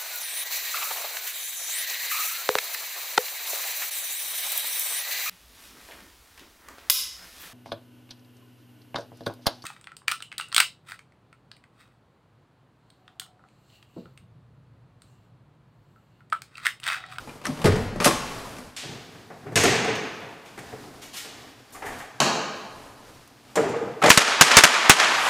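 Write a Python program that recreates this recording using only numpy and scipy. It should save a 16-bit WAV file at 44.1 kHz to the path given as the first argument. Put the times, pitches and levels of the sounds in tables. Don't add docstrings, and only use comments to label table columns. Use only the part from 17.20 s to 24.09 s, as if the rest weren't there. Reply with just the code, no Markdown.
import sys
import numpy as np
from scipy import signal
from scipy.fft import rfft, irfft, next_fast_len
from scipy.io import wavfile

SR = 44100
rng = np.random.default_rng(int(sys.argv[2]) if len(sys.argv) > 2 else 0)


def voltage_ratio(decibels):
    exponent = np.asarray(decibels, float) / 20
    return 10 ** exponent


def pcm_store(signal):
    levels = np.round(np.clip(np.atleast_2d(signal), -1, 1) * 32767)
    wavfile.write(sys.argv[1], SR, levels.astype(np.int16).T)


N = 304016


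def band(x, low_hz, high_hz):
    return signal.sosfilt(signal.butter(2, [low_hz, min(high_hz, .45 * SR)], "band", fs=SR, output="sos"), x)


def rms_one(x):
    return x / np.sqrt(np.mean(x ** 2) + 1e-20)


def at_hz(points, hz):
    table_hz, value = np.array(points).T
    return np.interp(np.log(hz), np.log(table_hz), value)


def drift(rate):
    r = np.exp(-80 * np.pi * rate / SR)
    white = rng.standard_normal(N // 40 + 2002)
    slow = rms_one(signal.lfilter([1], [1, -2 * r, r * r], white)[2000:])
    return np.interp(np.arange(N) / 40, np.arange(len(slow)), slow)


def coloured(spectrum):
    size = next_fast_len(N)
    hz = np.maximum(np.fft.rfftfreq(size, 1 / SR), 1)
    white = rfft(rng.standard_normal(N), size)
    return rms_one(irfft(white * voltage_ratio(at_hz(spectrum, hz)), size)[:N])


def causal(level_db):
    cepstrum = irfft(level_db * np.log(10) / 20)
    half = len(cepstrum) // 2
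    cepstrum[1:half] *= 2
    cepstrum[half + 1:] = 0
    return irfft(np.exp(rfft(cepstrum)))[:half]


def spread(side, top_hz):
    low = signal.sosfilt(signal.butter(2, top_hz, fs=SR, output="sos"), side)
    return low * np.array([[1], [-1]])


BAND_EDGES_HZ = (60, 350, 1500, 5000, 15500)
BAND_CENTRES_HZ = (30, 150, 720, 2700, 8500, 16500)
# (contact length [s], thump over body [dB], thump per weight [dB/dB],
# body per weight [dB/dB])
TOUCH = dict(lever=(.006, -3, 1.3, .7), pop=(.013, .6, 1.1, .9), tick=(.0092, -2, 1.2, .8),
         latch=(.007, -1.5, 1.1, 1.05), palm=(.024, 1.5, 1.4, .7), hinge=(.009, -1, 1.1, .9),
         creak=(.027, -6, 2.2, .7), clip=(.0036, -3, 1.1, .9), slot=(.012, -6, 1.3, .75),
         sleeve=(.027, -4, 1.1, 1.1))


def contacts(events, touch, peaks, rise, low_stretch, end_db):
    out = np.zeros((2, N + SR))
    t = np.arange(SR // 5) / SR
    hz = np.linspace(1, SR / 2, 4097)
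    body = sum(level_db / (1 + (2 * (hz - top_hz) / width_hz) ** 2) for top_hz, width_hz, level_db in peaks)
    spread_db = 10 * np.log10(SR / 2 / np.diff(BAND_EDGES_HZ))
    split = [signal.butter(1, 500, kind, fs=SR) for kind in ("high", "low")]
    length, lean_db, thump_share, body_share = TOUCH[touch]
    taus = length * np.array([[1], [low_stretch]])
    shapes = (1 - np.exp(-t / (rise * taus))) * np.exp(-t / taus)
    shapes = shapes / shapes.max(axis=1, keepdims=True)
    for s, clack_db, weight_db, tick_db in events:
        thump_db = thump_share * weight_db + lean_db
        body_db = body_share * weight_db - lean_db
        levels = np.array([thump_db, body_db, 0, tick_db]) + spread_db + clack_db - 6.5
        levels = [levels[0] + end_db[0], *levels, levels[-1] + end_db[1]]
        colour = causal(at_hz(list(zip(BAND_CENTRES_HZ, levels)), hz) + body)
        noise = rng.standard_normal(shapes.shape) * shapes
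        grain = sum(signal.lfilter(*f, n) for f, n in zip(split, noise))
        burst = signal.fftconvolve(grain, colour)
        at = round(s * SR)
        out[0, at:at + len(burst)] += burst
        out[1, at:at + len(colour)] += colour * np.sqrt(np.sum(noise[0] ** 2))
    return out[:, :N]


def ringing(x, modes, ring_db):
    out = np.zeros(N)
    for hz, level_db, t60 in modes:
        r = voltage_ratio(-60 / (t60 * SR))
        w = 2 * np.pi * hz / SR
        ring = signal.lfilter([0, np.sin(w)], [1, -2 * r * np.cos(w), r * r], x + 1e-18)
        out += voltage_ratio(level_db + ring_db) * ring
    return out


def panel_hums(notes, swell_s, t60):
    out, t = np.zeros(N + SR), np.arange(SR // 3) / SR
    for s, level_db, hz in notes:
        swell = (1 - np.exp(-t / swell_s)) * voltage_ratio(level_db - 60 * t / t60)
        out[round(s * SR):][:len(t)] += swell * np.sin(2 * np.pi * hz * t + rng.uniform(0, 2 * np.pi))
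    return out[:N]


def room(x, t60_table, build_s, side_db):
    t = np.arange(2 * SR) / SR
    edges = 25 * 2 ** np.arange(0, 9.5, .3)
    white, tail = rng.standard_normal((2, 2, len(t))), 0
    for k, (low_hz, high_hz) in enumerate(zip(edges, edges[1:])):
        t60 = at_hz(t60_table, np.sqrt(low_hz * high_hz))
        tail = tail + band(white[k % 2], low_hz, high_hz) * voltage_ratio(-60 * t / t60)
    tail = tail * (1 - np.exp(-t / build_s)) / np.sqrt(SR / 10)
    mid, side = signal.fftconvolve(x[None], tail, axes=1)[:, :N]
    return mid + voltage_ratio(side_db) * spread(side, 1260)


# (frequency [Hz], level [dB per Hz])
ROOM_TONE = [(15, -32), (25, -14), (53, -12), (127, 1.5), (170, -11), (285, 1.5), (335, -8), (560, -10.5),
             (624, -7.5), (2690, -16), (3620, -17), (4250, -17.5), (4610, -16.5), (6050, -20.5),
             (16000, -31)]
# (frequency [Hz], level [dB per Hz])
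CLOTH = [(500, 16), (1500, 7), (3000, -12), (6000, -5), (10000, -3.5), (13500, -11), (16000, -68)]
# (middle [s], length [s], shuffle level [dB], cloth level [dB])
MOVES = [(0, .2, -45, -52), (.12, .3, -52, -45), (.42, .5, -46, -43), (.62, .3, -52, -41),
         (1.14, 1.05, -43.5, -40.5), (1.4, .4, -58, -48), (1.8, .8, -52, -70), (2.9, .9, -53, -72),
         (3.5, .6, -49, -55), (3.74, .6, -51, -52), (4.22, .45, -49, -66), (4.72, .5, -50, -44),
         (5.25, .9, -53, -75), (5.62, .45, -56, -47.5), (5.87, .6, -53, -51), (6.3, .3, -60, -60)]


def background():
    still_tone_db = -54.5
    middle, length, shuffle_db, cloth_db = np.transpose(MOVES)[:, :, None]
    t, coarse = np.arange(N) / SR, np.arange(0, N + 100, 100) / SR
    swell = np.cos(np.pi * np.clip((coarse - middle) / length, -.5, .5)) ** 2
    shuffle_power = np.sum((voltage_ratio(shuffle_db) * swell) ** 2, axis=0)
    level = np.interp(t, coarse, np.sqrt(voltage_ratio(still_tone_db) ** 2 + shuffle_power))
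    rustle = np.interp(t, coarse, np.sqrt(np.sum((voltage_ratio(cloth_db) * swell) ** 2, axis=0)))
    tone = level * voltage_ratio(drift(6.8)) * coloured(ROOM_TONE)
    cloth = voltage_ratio(-2.3) * rustle * voltage_ratio(drift(15)) * coloured(CLOTH)
    return tone + cloth + spread(voltage_ratio(-17) * level * coloured(ROOM_TONE), 1200)


# (time [s], peak level [dB])
RUMBLE = [
    (0, -48),
    (.558, -37),
    (.65, -40),
    (.752, -39),
    (.97, -41),
    (1.44, -57),
]
# (frequency [Hz], level [dB per Hz])
RUMBLE_COLOUR = [(10, -12.5), (25, 11.5), (40, -13), (55, 10), (80, -33), (200, -54)]


def floor_rumble():
    rise_db_per_s, fall_db_per_s = 300, 115
    s, peak_db = np.transpose(RUMBLE)[:, :, None]
    since = np.arange(0, N, 100) / SR - s
    lumps_db = peak_db + np.minimum(rise_db_per_s * since, -fall_db_per_s * since)
    return np.repeat(voltage_ratio(lumps_db.max(axis=0)), 100)[:N] * coloured(RUMBLE_COLOUR)


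# (time [s], peak level [dB], frequency [Hz])
PINGS = [(.074, -35, 850), (.252, -28, 1195), (.252, -32, 2003), (.252, -30, 1766), (.267, -30, 1281),
         (6.44, -22, 630), (.445, -19, 883), (.467, -23, 1464), (.467, -21, 1238), (.844, -22, 2519),
         (.844, -21, 1863), (.854, -15, 894), (.858, -15, 549), (.86, -20, 2638), (.862, -17, 721),
         (.862, -17, 1260), (.868, -14, 1066), (.905, -23, 1100), (1.11, -34, 1100), (1.25, -36, 1010),
         (2.359, -21, 1733), (2.359, -21, 2907), (2.361, -21, 2046), (2.365, -20, 690), (2.371, -21, 1561),
         (2.379, -20, 1863), (2.438, -21, 2638), (2.442, -20, 1378), (2.484, -21, 1884), (2.498, -25, 2659),
         (2.52, -22, 730), (2.632, -32, 6620), (2.745, -37, 6600), (2.748, -56, 13500), (2.76, -55, 12100),
         (4.546, -38, 1150), (4.622, -34, 900), (4.645, -36, 1150), (4.672, -36, 1750), (5.003, -23, 3000),
         (5.011, -20, 1195), (5.017, -21, 1604), (5.059, -23, 1206), (5.1, -22, 861), (6.368, -18, 603),
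         (6.372, -24, 1669), (6.818, -14, 1292), (6.82, -23, 2229), (6.834, -14, 750), (6.84, -21, 2455),
         (6.84, -17, 1220), (6.852, -14, 732), (6.85, -15, 565), (6.862, -16, 861), (6.855, -20, 1707),
         (6.85, -20, 2067), (4.70, -38, 1800), (4.73, -39, 1700), (4.805, -38, 1250), (1.03, -31, 1090)]


def pings():
    return voltage_ratio(1.2) * panel_hums(PINGS, swell_s=.0025, t60=.07)


# (time [s], clack level [dB], weight behind the blow [dB], hard edge re clack [dB])
LEVER = [(.0745, -44, 6, -14), (.092, -35, -18, -24), (.154, -54, 12, -15), (.215, -41, -3, -14),
         (.24, -39, -4, -12), (.248, -34, -8, -16), (.2534, -27, -9, -6), (.2668, -28, -3, -6),
         (.298, -49, 20, -19), (.374, -40, -3, -11), (.391, -39, 6, -9), (.417, -28, -5, -13),
         (.759, -40, 13, -8), (.8016, -19, -4, -15), (.82, -23, -5, -18), (.8442, -12, -21, -4),
         (.8543, -14, -6, 1), (.8714, -15, 1, -6), (.909, -19, -10, -22), (1.366, -40, -15, -12),
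         (1.3844, -43, 3, 1)]
# (frequency [Hz], width [Hz], level [dB])
LEVER_PLASTIC = [(172, 100, 2.6), (234, 60, 4.7), (1146, 260, 6.1), (2400, 220, 1), (4700, 800, 1.6),
                 (6100, 800, 2.4), (10000, 6400, 7.5)]


def lever_clicks():
    return contacts(LEVER, "lever", LEVER_PLASTIC, rise=.053, low_stretch=3.94, end_db=(-20, -12))


# (frequency [Hz], level [dB], t60 [s])
DASH = [(253, -4, 0.85), (593.2, 4, 0.43), (860, -4, 0.78), (1005, -13, 0.45), (1060, -4, .5),
        (1188, -13, 0.52)]


def dash_ring(lever_click):
    return ringing(lever_click, DASH, ring_db=-52)


# (time [s], peak level [dB], frequency [Hz])
KNOCKS = [(.086, -40.5, 2400), (2.445, -14, 715), (4.555, -39, 1200), (.4672, -9, 410), (.55, -21, 400),
          (.575, -23, 440), (.555, -20, 190), (.395, -26, 165), (.86, -12, 333), (1.386, -30, 248),
          (2.432, -11, 460), (2.678, -15, 455), (2.705, -20, 440), (2.48, -17, 350), (2.655, -19, 720),
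          (3.527, -26, 430), (4.054, -41, 440), (4.548, -44, 305), (6.372, -8, 460), (6.3911, -12, 460),
          (6.424, -16, 445), (6.455, -19, 399), (6.5, -26, 470), (6.533, -20, 450), (6.56, -14, 468),
          (6.613, -14, 458), (6.67, -24, 470), (6.7, -24, 475), (6.762, -24, 450), (6.848, -12, 465),
          (.285, -21, 248), (.444, -4, 153), (.527, -18, 420), (.545, -15, 97), (.485, -19, 95),
          (.722, -25, 215), (.822, -25, 161), (.876, -16, 165), (2.353, -25, 280), (2.357, -18, 450),
          (2.357, -15, 125), (2.395, -18, 110), (2.465, -18, 130), (2.51, -20, 140), (2.455, -11, 385),
          (2.52, -20, 460), (2.618, -26, 183), (2.784, -25, 431), (2.838, -30, 269), (4.647, -33, 409),
          (4.685, -36, 330), (5.047, -24, 183), (6.649, -28, 205), (2.229, -41, 108)]


def panel_knocks():
    return voltage_ratio(-1.0) * panel_hums(KNOCKS, swell_s=.0059, t60=.11)


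# (time [s], peak level [dB], frequency [Hz])
SNAPS = [(.249, -32, 4200), (.2535, -26, 8700), (.2538, -19, 1500), (.2572, -22, 1900), (.2668, -19, 5600),
         (.2672, -26, 4000), (.8008, -24, 4600), (.8465, -14, 2000), (5.002, -14, 3000), (5.002, -17, 4600),
         (5.002, -18, 6400), (2.44, -22, 9500), (4.535, -44, 6400), (4.66, -45, 12300)]


def catch_snaps():
    return panel_hums(SNAPS, swell_s=.0004, t60=.012)


# (time [s], peak level [dB], frequency [Hz])
BOOMS = [(.46, -26, 30), (.53, -27, 33), (.62, -29, 35), (.4445, -14, 95), (.452, -15, 160),
         (.56, -24, 190), (.66, -26, 100), (.76, -27, 165), (.82, -27, 150), (.285, -24, 260),
         (2.44, -21, 280), (2.358, -30, 6600), (2.40, -32, 6620), (6.36, -22, 310), (6.46, -24, 400),
         (5.02, -32, 4200), (5.02, -32, 2770), (5.12, -33, 3920), (2.75, -40, 6060), (2.77, -41, 5420),
         (2.82, -42, 6560), (2.84, -44, 5030), (2.93, -48, 6100), (.95, -29, 1100), (1.17, -35, 1120),
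         (.29, -28, 150), (2.25, -34, 400), (.6, -28, 240)]


def shell_booms():
    return panel_hums(BOOMS, swell_s=.01, t60=.2)


# (time [s], clack level [dB], weight [dB], hard edge re clack [dB])
POP = [
    (.442, -19, 4, -3),
    (.4558, -17, 6.5, -2),
    (.4725, -21, 5, -32),
    (.5189, -25, 1, -12),
    (.5553, -31, 6, -2),
]
# (frequency [Hz], width [Hz], level [dB])
POP_THUD = [(95, 8, 10), (167, 37, -3), (450, 150, 7), (880, 150, 0), (1900, 300, 5), (4940, 6000, -5),
            (4600, 1800, 5)]


def hood_pop():
    return contacts(POP, "pop", POP_THUD, rise=.04, low_stretch=2.2, end_db=(-14, -18))


# (frequency [Hz], level [dB], t60 [s])
SHELL = [(30, -3, 1.3), (99, -4, 0.55), (160, -14, 0.078), (187, -9, 0.21), (260, -20, .4), (400, -6, 0.13),
         (460, -17, .2)]


def shell_ring(pop_click):
    return ringing(pop_click, SHELL, ring_db=-42)


# (time [s], clack level [dB], weight [dB],
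# hard edge re clack [dB])
CHATTER = [(.808, -27, -10, -6), (.815, -27, -10, -7), (.826, -27, -10, -6), (.833, -26, -10, -6),
           (.839, -26, -10, -7), (.847, -16, -15, -4), (.8595, -13, -4, -4), (.865, -17, -5, -1),
           (.878, -19, -5, -2), (.887, -22, -5, -3), (6.825, -16, -5, -14)]


def lever_chatter():
    return contacts(CHATTER, "clip", LEVER_PLASTIC, rise=.1, low_stretch=2.0, end_db=(-25, -12))[0]


def small_parts():
    both = lever_chatter() + catch_snaps() + shell_booms()
    return both * voltage_ratio(np.array([[.9], [-.9]]))


# (frequency [Hz], t60 [s])
CAB_T60 = [(60, 1), (300, 0.47), (1500, 0.25), (6000, 0.39), (14000, 0.23)]


def cab_echo(x):
    return voltage_ratio(2.5) * room(x, CAB_T60, build_s=.006, side_db=-29)


# (frequency [Hz], t60 [s])
GARAGE_T60 = [(80, 0.67), (200, 1.265), (1000, 1.394), (2500, 1.26), (4000, 1.156), (6000, 1), (9000, 0.53),
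              (14000, 0.47)]


def garage_echo(x, build_s, side_db):
    return room(x, GARAGE_T60, build_s, side_db)


def cab():
    lever, lever_click = lever_clicks()
    pop, pop_click = hood_pop()
    direct = lever + voltage_ratio(-12) * lever_click + pop + dash_ring(lever_click) + shell_ring(pop_click)
    inside = direct + cab_echo(lever_click + pop_click)
    outside = garage_echo(voltage_ratio(-3) * lever_click + voltage_ratio(-2) * pop_click, build_s=.0058, side_db=-33)
    both = inside + outside + floor_rumble()
    middle = both.mean(axis=0)
    leaning = voltage_ratio(-17) * band(middle, 320, 3300) + voltage_ratio(-21) * lever
    return both + leaning * np.array([[1], [-1]]) + voltage_ratio(-23) * spread(middle, 90)


# (time [s], clack level [dB], weight [dB], hard edge re clack [dB])
CATCH_TICK = [
    (1.5641, -26, -18, -.5),
]
# (frequency [Hz], width [Hz], level [dB])
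TICK_BODY = [(3670, 2400, 2.7), (9000, 3000, 1.3)]


def catch_tick():
    return contacts(CATCH_TICK, "tick", TICK_BODY, rise=.046, low_stretch=1.5, end_db=(-20, -20))


# (time [s], clack level [dB], weight [dB], hard edge re clack [dB])
PALM = [
    (1.6286, -36, 8, -17),
    (1.6888, -41, 11, -14),
    (1.7504, -43, 9, -20),
    (1.9455, -43, 7, -30),
    (2.2285, -44, 8, -13),
    (2.2609, -36, 8, -18),
    (2.2854, -42, 12, -27),
    (2.3182, -38, 11, -7),
    (2.7994, -31, 3, -29),
    (3.03, -47, 4, -28),
]
# (frequency [Hz], width [Hz], level [dB])
HOOD_SKIN = [(105, 60, 3), (430, 68, 8), (746, 120, 6), (1150, 58, 5.5), (1840, 1000, 8), (3330, 5400, -10)]


def palm_pats():
    return contacts(PALM, "palm", HOOD_SKIN, rise=.19, low_stretch=1.18, end_db=(-24, -15))


# (time [s], clack level [dB], weight [dB], hard edge
# re clack [dB])
CREAK = [
    (2.1032, -43, 5, -30),
    (2.6888, -29, 2, -19),
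    (4.0483, -44, 4, 2),
    (4.2398, -48, 0, -11),
    (4.5511, -36, -8, -24),
    (4.6222, -28.5, -8, -19),
    (4.6589, -26, -11, -32),
    (4.8013, -31, -11, -27),
]


def hood_creaks():
    return contacts(CREAK, "creak", HOOD_SKIN, rise=.062, low_stretch=2.7, end_db=(-30, -18))


# (time [s], clack level [dB], weight [dB], hard edge re clack [dB])
LATCH = [(2.3567, -9.5, -7, 4), (2.3635, -9, -8, -8), (2.3741, -10, -4, -1), (2.4083, -14, -6, -7),
         (2.4358, -12, 0, 4), (2.4531, -11, -5, -7), (2.4778, -12, -4, -21), (2.5297, -21, 0, -14),
         (2.5549, -14, -5, -14), (2.646, -18, -3, -10), (2.6795, -16, -3, -22), (2.753, -24, -15, -8)]
# (frequency [Hz], width [Hz], level [dB])
LATCH_STEEL = [(100, 50, 7), (430, 90, 6), (720, 27, 2), (1230, 50, 1.5), (1880, 600, 3), (2550, 400, 3),
               (3530, 50, 0.5), (5000, 160, 1.5), (5550, 100, 4), (6100, 150, 6), (6580, 130, 7),
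               (7750, 150, 4), (9200, 150, 5), (13700, 200, 0)]


def latch_clunks():
    return contacts(LATCH, "latch", LATCH_STEEL, rise=.036, low_stretch=3.7, end_db=(-27, -20))


# (time [s], clack level [dB], weight [dB], hard edge re clack [dB])
SNAGS = [
    (6.076, -50, 0, 4),
    (4.665, -56, -8, 14),
    (4.79, -58, -8, 12),
    (4.54, -56, -8, 12),
    (4.505, -60, -5, 10),
    (4.524, -58, -8, 13),
    (3.005, -56, -8, 6),
    (6.817, -30, 0, -10),
]
# (frequency [Hz], width [Hz], level [dB])
CLOTH_RUB = [(3320, 1000, 1.3), (6700, 2200, 2), (10600, 1800, 2.9), (13200, 3300, 4.5)]


def snags():
    return contacts(SNAGS, "clip", CLOTH_RUB, rise=.1, low_stretch=1.5, end_db=(-30, -8))[0]


# (time [s], clack level [dB], weight [dB], hard edge re clack [dB])
SLEEVE = [(3.01, -38, 3, -18), (3.2492, -43, 0, -5), (3.8142, -36, -11, -2.5), (3.93, -32, -11, -2),
          (3.9591, -29, -15, -.5), (4.5225, -48, 1, 10), (4.651, -43.5, -2, 6.5), (4.7184, -36.5, -5, -20),
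          (4.7792, -47, -8, 7), (6.0783, -64, 10, 5), (6.4914, -38, -3, -31)]


def sleeve_rubs():
    return contacts(SLEEVE, "sleeve", CLOTH_RUB, rise=.59, low_stretch=1.2, end_db=(-30, -12))[0]


# (time [s], clack level [dB], weight [dB], hard edge re clack [dB])
HINGE = [
    (3.3775, -31, 1, -6),
    (3.3891, -30, -9, -4.5),
    (3.5273, -40, 12, -6),
    (3.5513, -42, 0, -13),
    (3.6382, -50, 13, -11),
    (3.7399, -53, 12, -9),
]


def hinge_knocks():
    return contacts(HINGE, "hinge", HOOD_SKIN, rise=.062, low_stretch=2.7, end_db=(-30, -18))


# (time [s], clack level [dB], weight [dB], hard edge re clack [dB])
ROD_CLIP = [
    (5.0022, -12, -10, -1),
    (5.0069, -21, -6, -6),
    (5.0158, -17, -2.5, -8.5),
    (5.0273, -20.5, -5, -10),
    (5.9347, -58, -4, -9),
]
# (frequency [Hz], width [Hz], level [dB])
CLIP_BODY = [(180, 110, 6), (343, 240, 3.5), (646, 450, 6), (1110, 520, 8), (1620, 150, 4.5),
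             (2070, 340, -4), (2920, 1200, 3.5), (3470, 270, -13), (4230, 1100, 5.5), (5030, 440, -5.5),
             (6800, 3400, 6), (8400, 500, -9)]


def rod_unclips():
    return contacts(ROD_CLIP, "clip", CLIP_BODY, rise=.14, low_stretch=1.7, end_db=(-28, -20))


# (time [s], clack level [dB], weight [dB], hard edge re clack [dB])
ROD_SLOT = [(6.3563, -23.5, 1, 5), (6.3724, -20, 2, -42), (6.3994, -31, 5, -24), (6.4503, -32, 8, -39),
            (6.4897, -38, 12, 2), (6.5364, -32, 5, -36), (6.5636, -37, 1, -8), (6.6231, -41, 15, -11),
            (6.6794, -41, 8, -32.5), (6.7684, -57, 3, -11), (6.806, -51, 7, 2), (6.8224, -18, -3, -17),
            (6.8372, -10, -1, -7.5), (6.8591, -9, -9, -6.5), (6.8802, -15, 3, -10)]
# (frequency [Hz], width [Hz], level [dB])
ROD_ON_HOOD = [(136, 76, 5.3), (311, 50, 5.2), (460, 83, 4), (610, 42, 4.6), (840, 80, 1.8),
               (1236, 46, 3.3), (1450, 310, 2.7), (2020, 430, 2.6), (7240, 500, 5.3)]


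def rod_knocks():
    return contacts(ROD_SLOT, "slot", ROD_ON_HOOD, rise=.11, low_stretch=4.0, end_db=(-31, -20))


def garage():
    tick, tick_click = catch_tick()
    palm, palm_click = palm_pats()
    hinge, hinge_click = hood_creaks() + hinge_knocks()
    latch, latch_click = latch_clunks()
    sleeve = sleeve_rubs()
    clip, clip_click = rod_unclips()
    slot, slot_click = rod_knocks()
    snaps = voltage_ratio(-18) * latch_click + voltage_ratio(-16) * clip_click + voltage_ratio(-14.5) * slot_click + voltage_ratio(-10) * hinge_click
    direct = voltage_ratio(-7.5) * tick + voltage_ratio(-4.8) * latch + voltage_ratio(-4.9) * palm + voltage_ratio(-1.2) * hinge
    direct = direct + voltage_ratio(-2) * clip + voltage_ratio(-3.3) * slot + voltage_ratio(-4.56) * sleeve
    send = voltage_ratio(7) * tick_click + voltage_ratio(1.5) * latch_click + voltage_ratio(-2) * palm_click + voltage_ratio(1) * hinge_click
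    send = send + voltage_ratio(4.5) * clip_click + voltage_ratio(-1) * slot_click + voltage_ratio(-2) * sleeve
    leaning = voltage_ratio(-19) * (snaps + voltage_ratio(-5) * direct) * np.array([[1], [-1]])
    return direct + snaps + leaning + garage_echo(send, build_s=.002, side_db=-21)


def scene():
    places = background() + cab() + garage()
    details = pings() + panel_knocks() + small_parts() + snags()
    return places + details


def top_cut(x):
    return signal.sosfilt(signal.butter(12, 16300, fs=SR, output="sos"), x)


def record(dry):
    rounded = 1.15 * np.tanh(dry / 1.06)
    dulled = signal.sosfilt(signal.cheby2(10, 40, 16080, fs=SR, output="sos"), rounded)
    return top_cut(dulled)


dry = scene()
out = record(dry)
pcm_store(out)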